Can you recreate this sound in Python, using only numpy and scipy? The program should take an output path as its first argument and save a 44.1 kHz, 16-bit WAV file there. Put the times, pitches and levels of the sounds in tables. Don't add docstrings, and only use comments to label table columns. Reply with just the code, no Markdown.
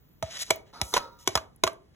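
import sys
import numpy as np
from scipy import signal
from scipy.fft import rfft, irfft
from scipy.io import wavfile

SR = 44100
rng = np.random.default_rng(int(sys.argv[2]) if len(sys.argv) > 2 else 0)


def digitize_waveform(pressure):
    field = np.atleast_2d(pressure).T
    bounded = np.clip(field, -1, 1)
    quanta = np.round(bounded * 32767).astype(np.int16)
    wavfile.write(sys.argv[1], SR, quanta)


N = 85995

# (a list of pitch_hz, level_db)
KNOCKS = [(0.226, -26.5, -24, 913, -21, -25, 548, [(1120, -30), (2430, -30.5)]),
          (0.5065, -10.5, -25, 960, -17.5, -11, 506, [(2290, -9.5), (3030, -18), (4040, -14),
          (7640, -9.5)]), (0.8146, -16.5, -25, 963, -40.5, -26, 370, [(2250, -24.5), (3700, -22),
          (5400, -18.5)]), (0.939, -15, -19, 1007, -37, -13.5, 455, [(2050, -27.5), (3670, -13)]),
          (1.2749, -14, -19, 1070, -44, -12, 378, [(3450, -28), (5880, -12), (6900, -18.5)]),
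          (1.3540, -14.5, -16, 1274, -25, -14, 797, [(1000, -14.5), (1800, -19), (2220, -23),
          (5150, -10.5)]), (1.6370, -11.5, -11.5, 1049, -20, -9, 396, [(2380, -19.5), (3680, -16.5),
          (5850, -15.5)])]
# start_s, crack_db, wall_db, wall_pitch_hz, hollow_db
BOUNCES = [(.5038, -22, -20, 1008, -55.5), (1.2887, -32, -41.5, 1080, -33),
           (1.3615, -26.5, -23.5, 1000, -47), (1.3743, -24, -19.5, 1063, -39),
           (1.3788, -49, -22.5, 1186, -40), (1.6672, -26.5, -22, 1013, -41.5),
           (1.6750, -23.5, -17, 1151, -24)]
# multiple_of_wall_pitch, level_db, t60_s (time to fade by 60 dB)
WALL_TONES = [(1, 0.5, 0.027), (1.37, -12, 0.048), (2.05, -7.5, 0.018), (2.35, -12, 0.03),
              (3.6, -13.5, 0.028), (5.8, -17.5, 0.021)]
# pitch_hz, level_db
CRACK_COLOUR = [(100, -13.5), (400, 3.5), (780, 10), (1100, -2.5), (1700, -5.5), (2400, -2.5), (4000, 1.5),
                (6000, 0.5), (8000, -5.5), (12000, -6), (16000, -21)]
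RIDGES_HZ = [1920, 2300, 2950, 3350, 3900, 6050, 6660, 7640]
# start_s, level_db
SLIPS = [(.9655, -12.5), (.9676, -16), (.9695, -15), (.9724, -15.5), (.9777, -13.5)]
# start_s, level_db, final_pitch_hz
THUMPS = [(0.23, -22, 74.8), (0.508, -32, 90.7), (0.817, -20, 60.2), (1.278, -29, 90.4), (1.354, -21, 64.7),
          (1.644, -27.5, 72.1)]
# start_s, end_s, start_level_db, end_level_db
SCRAPES = [(0.48, 0.508, -50, -55), (0.734, 0.84, -47.5, -52.5), (0.928, 0.975, -40, -37),
           (0.992, 1.086, -41, -59), (1.075, 1.23, -59.5, -74.5)]
# pitch_hz, level_db
SCRAPE_COLOUR = [(40, -28), (190, -9), (450, -10), (720, -11), (950, -2.5), (1080, -10), (1270, -1),
                 (1700, -14), (3200, -20), (3900, -9), (5600, -14.5), (8500, -31.5), (10700, -23.5),
                 (14000, -44.5)]
# pitch_hz, level_db
SINGING_TONES = [(345, -10), (468, -8), (540, -10), (721, -12), (945, 0), (1135, -6), (1215, -7),
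                 (1292, -2), (1389, -13), (3850, -14)]
# start_s, end_s, start_level_db, end_level_db, tilt_db_per_octave
SMEARS = [(0.233, 0.308, -49.5, -52, -4.5), (0.302, 0.379, -45.5, -37, -3), (0.382, 0.432, -39.5, -27.5, 0),
          (0.435, 0.523, -49, -49, 0.5), (0.661, 0.715, -63, -65.5, -7), (0.829, 0.955, -47, -48, 10),
          (0.943, 0.991, -27.5, -36, -3.5), (1.189, 1.243, -56, -56, 2.5), (1.257, 1.358, -51, -50.5, -2),
          (1.937, 1.969, -70, -68, -6)]
# pitch_hz, level_db
SMEAR_COLOUR = [(30, -34), (220, -36), (420, -14), (650, -5), (900, -12), (1400, -5), (2000, -3), (3000, 0),
                (5500, 5), (8000, -2), (11000, -5), (15500, -23)]
# start_s, level_db, pitch_hz
TICKS = [(0.559, -35.5, 13600), (1.5611, -49.5, 10100), (1.731, -46.5, 10100)]
# pitch_hz, t60_s
ROOM_T60 = [(100, 0.2), (300, 0.58), (600, 0.36), (1200, 0.3), (3000, 0.21), (7000, 0.15), (15000, 0.14)]
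# pitch_hz, level_db
ROOM_LEVEL = [(80, -17), (300, -11.5), (650, -14.5), (1200, -16), (3000, -16), (7000, -25.5),
              (15000, -23.5)]
# pitch_hz, side_gain
ROOM_WIDTH = [(50, .22), (150, 0.6), (400, 0.85), (1500, 0.91), (8000, 0.38)]
# pitch_hz, level_db
RUMBLE_COLOUR = [(20, -24), (45, -2), (80, 0), (150, -4), (280, -13), (450, -19), (700, -24), (1200, -28),
                 (3000, -31), (8000, -38), (15000, -43)]
# time_s, pitch_hz, level_db
WHINE_PATH = [(0, 15300, -68), (.14, 14100, -68), (.21, 15000, -72), (.6, 15600, -85.5),
              (.87, 14600, -66.5), (1.1, 15800, -71), (1.27, 14300, -65.5), (1.448, 15270, -100)]
# pitch_hz, left_lead_radians
PORT_PHASE = [(0, 0), (200, -.2), (700, -.6), (1600, -.45), (2000, .2), (2400, 2.3), (3100, 1.2),
              (4000, 1.9), (4750, 3.2), (6700, 6.2), (8900, 9.4), (11200, 12.6), (13200, 15.7),
              (15000, 18.6), (22000, 18.85)]
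# pitch_hz, left_minus_right_db
PORT_BALANCE = [(60, -3.5), (110, 2.5), (200, -5.5), (380, 2), (700, -6.5), (1290, 0), (2380, -1.5),
                (3800, 0), (4750, 3.5), (8120, -1.5), (15000, .5)]

T = np.arange(SR // 4) / SR
CLOCK = np.arange(N) / SR
HZ = np.fft.rfftfreq(2 * N, 1 / SR)

CRACK_T60, CRACK_RISE_S = 0.019, 0.00023
RATTLE_DB, RATTLE_T60 = -25.5, 0.2
CLINK_T60 = 0.017
BODY_T60, BODY_RISE_S = 0.027, 0.0023
RIDGE_WIDTH_HZ, RIDGE_DB = 70, 7
HOLLOW_HZ, HOLLOW_T60, HOLLOW_RISE_S = 647, .075, .0022
HOLLOW_PAIR_HZ, HOLLOW_PAIR_DB, HOLLOW_PAIR_T60 = 662, -17, .18
FLUTTER_DEPTH, FLUTTER_HZ = .25, 70
SLIP_WALL_HZ, SLIP_WALL_DB, SLIP_DAMPING = 1010, 4.5, 3.36
SLIP_CRACK_DB, SLIP_BODY_DB, SLIP_BODY_HZ = -10.5, -11, 587
THUMP_T60, THUMP_RISE_S = 0.083, 0.0084
THUMP_EXTRA_HZ, THUMP_SAG_S = 203, 0.0056
STROKE_EDGE_S, GRAINS_PER_S, GRAIN_SHARE = 0.017, 900, .2
STICK_HZ, STICK_JITTER, STICK_FADE_DB = 210, .5, -8
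SING_DB, SING_T60, SING_WAVER_HZ = -1.5, .52, 12
TICK_T60, TICK_WIDTH_OCT = 0.015, 0.27
ROOM_DELAY_S = 0.0048
ECHO_S, ECHO_DB, ECHO_HZ, ECHO_WIDTH_OCT = 0.059, -23.5, 620, 0.43
RUMBLE_DB, WHINE_WIDTH_HZ = -61, 300
LOW_CUT_HZ, HIGH_CUT_HZ = 22, 16300


def spoon():
    cracks, rings = np.zeros((2, N))
    for s, crack_db, wall_db, wall_hz, hollow_db, *_ in KNOCKS + BOUNCES:
        add(cracks, s, amp(crack_db) * crack())
        add(rings, s, amp(wall_db) * wall(wall_hz) + amp(hollow_db) * hollow())
    for s, *_, body_db, body_hz, clinks in KNOCKS:
        add(rings, s, amp(body_db) * ring(body_hz, BODY_T60, BODY_RISE_S))
        for hz, db in clinks:
            add(rings, s, amp(db) * ring(hz, CLINK_T60, CRACK_RISE_S))
    for s, db in SLIPS:
        add(cracks, s, amp(db + SLIP_CRACK_DB) * crack())
        add(rings, s, amp(db + SLIP_WALL_DB) * wall(SLIP_WALL_HZ, SLIP_DAMPING))
        add(rings, s, amp(db + SLIP_BODY_DB) * ring(SLIP_BODY_HZ, BODY_T60, BODY_RISE_S))
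    return rings + colour(cracks, read(CRACK_COLOUR, HZ) + ridges())


def crack():
    noise = unit(np.tanh(2 * rng.standard_normal(len(T))))
    rattle = amp(RATTLE_DB) * dying(RATTLE_T60, CRACK_RISE_S)
    return noise * (dying(CRACK_T60, CRACK_RISE_S) + rattle)


def wall(hz, damping=1):
    return sum(amp(db) * ring(hz * ratio, t60 / damping, CRACK_RISE_S) for ratio, db, t60 in WALL_TONES)


def hollow():
    first = ring(HOLLOW_HZ, HOLLOW_T60, HOLLOW_RISE_S)
    second = amp(HOLLOW_PAIR_DB) * ring(HOLLOW_PAIR_HZ, HOLLOW_PAIR_T60, HOLLOW_RISE_S)
    flutter = slow_noise(FLUTTER_HZ)[:len(T)]
    return (first + second) * (1 + FLUTTER_DEPTH * flutter)


def ridges():
    return RIDGE_DB * sum(1 / (1 + ((HZ - hz) / RIDGE_WIDTH_HZ) ** 2) for hz in RIDGES_HZ)


def thumps():
    out = np.zeros(N)
    for s, db, final_hz in THUMPS:
        pitch = final_hz + THUMP_EXTRA_HZ * np.exp(-T / THUMP_SAG_S)
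        add(out, s, amp(db) * dying(THUMP_T60, THUMP_RISE_S) * glide(pitch))
    return out


def friction():
    smears = np.zeros(N)
    for *row, tilt in SMEARS:
        curve = read(SMEAR_COLOUR, HZ) + ridges() + tilt * np.log2(HZ + 20)
        smears += colour(stroke(*row), curve)
    drag = sum(stroke(*row) for row in SCRAPES)
    return smears + colour(drag, read(SCRAPE_COLOUR, HZ)) + singing(drag)


def stroke(start, end, from_db, to_db):
    grains = unit(rng.standard_normal(N) * (rng.random(N) < GRAINS_PER_S / SR))
    hiss = rng.standard_normal(N)
    spray = np.sqrt(GRAIN_SHARE) * grains + np.sqrt(1 - GRAIN_SHARE) * hiss
    slip_rate = STICK_HZ * np.exp(STICK_JITTER * slow_noise(STICK_HZ))
    since_slip = np.cumsum(slip_rate) / SR % 1
    gate = np.clip(np.minimum(CLOCK - start, end - CLOCK) / STROKE_EDGE_S + .5, 0, 1)
    level = amp(np.interp(CLOCK, [start, end], [from_db, to_db]))
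    return unit(spray * amp(STICK_FADE_DB * since_slip)) * gate * level


def singing(drag):
    tones = np.zeros(N)
    for hz, db in SINGING_TONES:
        tones += amp(db) * np.sin(2 * np.pi * hz * CLOCK) * (1 + slow_noise(SING_WAVER_HZ))
    tones *= np.exp(-np.log(1000) * CLOCK / SING_T60)
    return amp(SING_DB) * signal.fftconvolve(drag, tones / np.linalg.norm(tones))[:N]


def ticks():
    out = np.zeros(N)
    for s, db, hz in TICKS:
        snap = rng.standard_normal(len(T)) * dying(TICK_T60, CRACK_RISE_S)
        octaves_away = np.log2((HZ + 1) / hz)
        band = -10 * np.log10(1 + (octaves_away / TICK_WIDTH_OCT) ** 4)
        add(out, s, amp(db) * colour(snap, band))
    return out


def echo(x):
    out = np.zeros(N)
    octaves_away = np.log2((HZ + 1) / ECHO_HZ)
    add(out, ECHO_S, amp(ECHO_DB) * shaped(x, np.exp(-(octaves_away / ECHO_WIDTH_OCT) ** 2)))
    return out


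def kitchen(x):
    hz, t, noise = signal.stft(rng.standard_normal(SR), SR, nperseg=256)
    t60 = read(ROOM_T60, hz)[:, None]
    fade = np.exp(-np.log(1000) * t / t60)
    even_energy = np.sqrt(2 * np.log(1000) / (t60 * SR))
    shape = amp(read(ROOM_LEVEL, hz))[:, None] * fade * even_energy
    tail = signal.istft(noise * shape, SR, nperseg=256)[1]
    fade_in = np.clip(np.arange(len(tail)) / SR / ROOM_DELAY_S - .5, 0, 1)
    return signal.fftconvolve(x, tail * fade_in)[:N]


def rumble():
    return amp(RUMBLE_DB) * colour(rng.standard_normal(N), read(RUMBLE_COLOUR, HZ))


def whine():
    s, hz, db = np.transpose(WHINE_PATH)
    fuzz = unit(colour(rng.standard_normal(N), -20 * np.log10(1 + (HZ / WHINE_WIDTH_HZ) ** 2)))
    return amp(np.interp(CLOCK, s, db)) * fuzz * glide(np.interp(CLOCK, s, hz))


def ports(x):
    phase = np.interp(HZ, *np.transpose(PORT_PHASE))
    left = np.exp(.5j * phase) * amp(read(PORT_BALANCE, HZ) / 2)
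    return irfft(rfft(x, 2 * N) * np.array([left, 1 / left]))[:, :N]


def dying(t60, rise_s):
    return (1 - np.exp(-T / rise_s)) * np.exp(-np.log(1000) * T / t60)


def ring(hz, t60, rise_s):
    return dying(t60, rise_s) * np.sin(2 * np.pi * hz * T)


def glide(hz):
    return np.sin(2 * np.pi * np.cumsum(hz) / SR)


def slow_noise(hz):
    return unit(shaped(rng.standard_normal(N), np.exp(-(HZ / hz) ** 2)))


def colour(x, curve_db):
    log_gain = np.log(unit(amp(curve_db)) + 1e-6)
    mirrored = np.concatenate([log_gain, log_gain[-2:0:-1]])
    response = np.exp(signal.hilbert(mirrored).conj())[:N + 1]
    return irfft(rfft(x, 2 * N) * response)[:N]


def shaped(x, gain):
    return irfft(rfft(x, 2 * N) * gain)[:N]


def read(points, hz):
    f, value = np.transpose(points)
    return np.interp(np.log(hz + 1), np.log(f + 1), value)


def add(mix, s, sound):
    part = mix[max(round(s * SR), 0):][:len(sound)]
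    part += sound[:len(part)]


def amp(db):
    return 10 ** (np.asarray(db) / 20)


def unit(x):
    return x / np.sqrt(np.mean(x ** 2) + 1e-20)


def scene():
    near = spoon() - thumps() + ticks() + friction()
    front = kitchen(near) + rumble()
    apart = kitchen(near) + rumble()
    sides = shaped(apart, read(ROOM_WIDTH, HZ)) * np.array([[1], [-1]])
    return ports(near + echo(near) + front + whine()) + sides


def record(dry):
    low_cut = signal.butter(2, LOW_CUT_HZ, "high", fs=SR, output="sos")
    high_cut = signal.firwin(255, HIGH_CUT_HZ, window=("kaiser", 9), fs=SR)
    return signal.oaconvolve(signal.sosfilt(low_cut, dry), high_cut[None], "same")


dry = scene()
out = record(dry)
digitize_waveform(out)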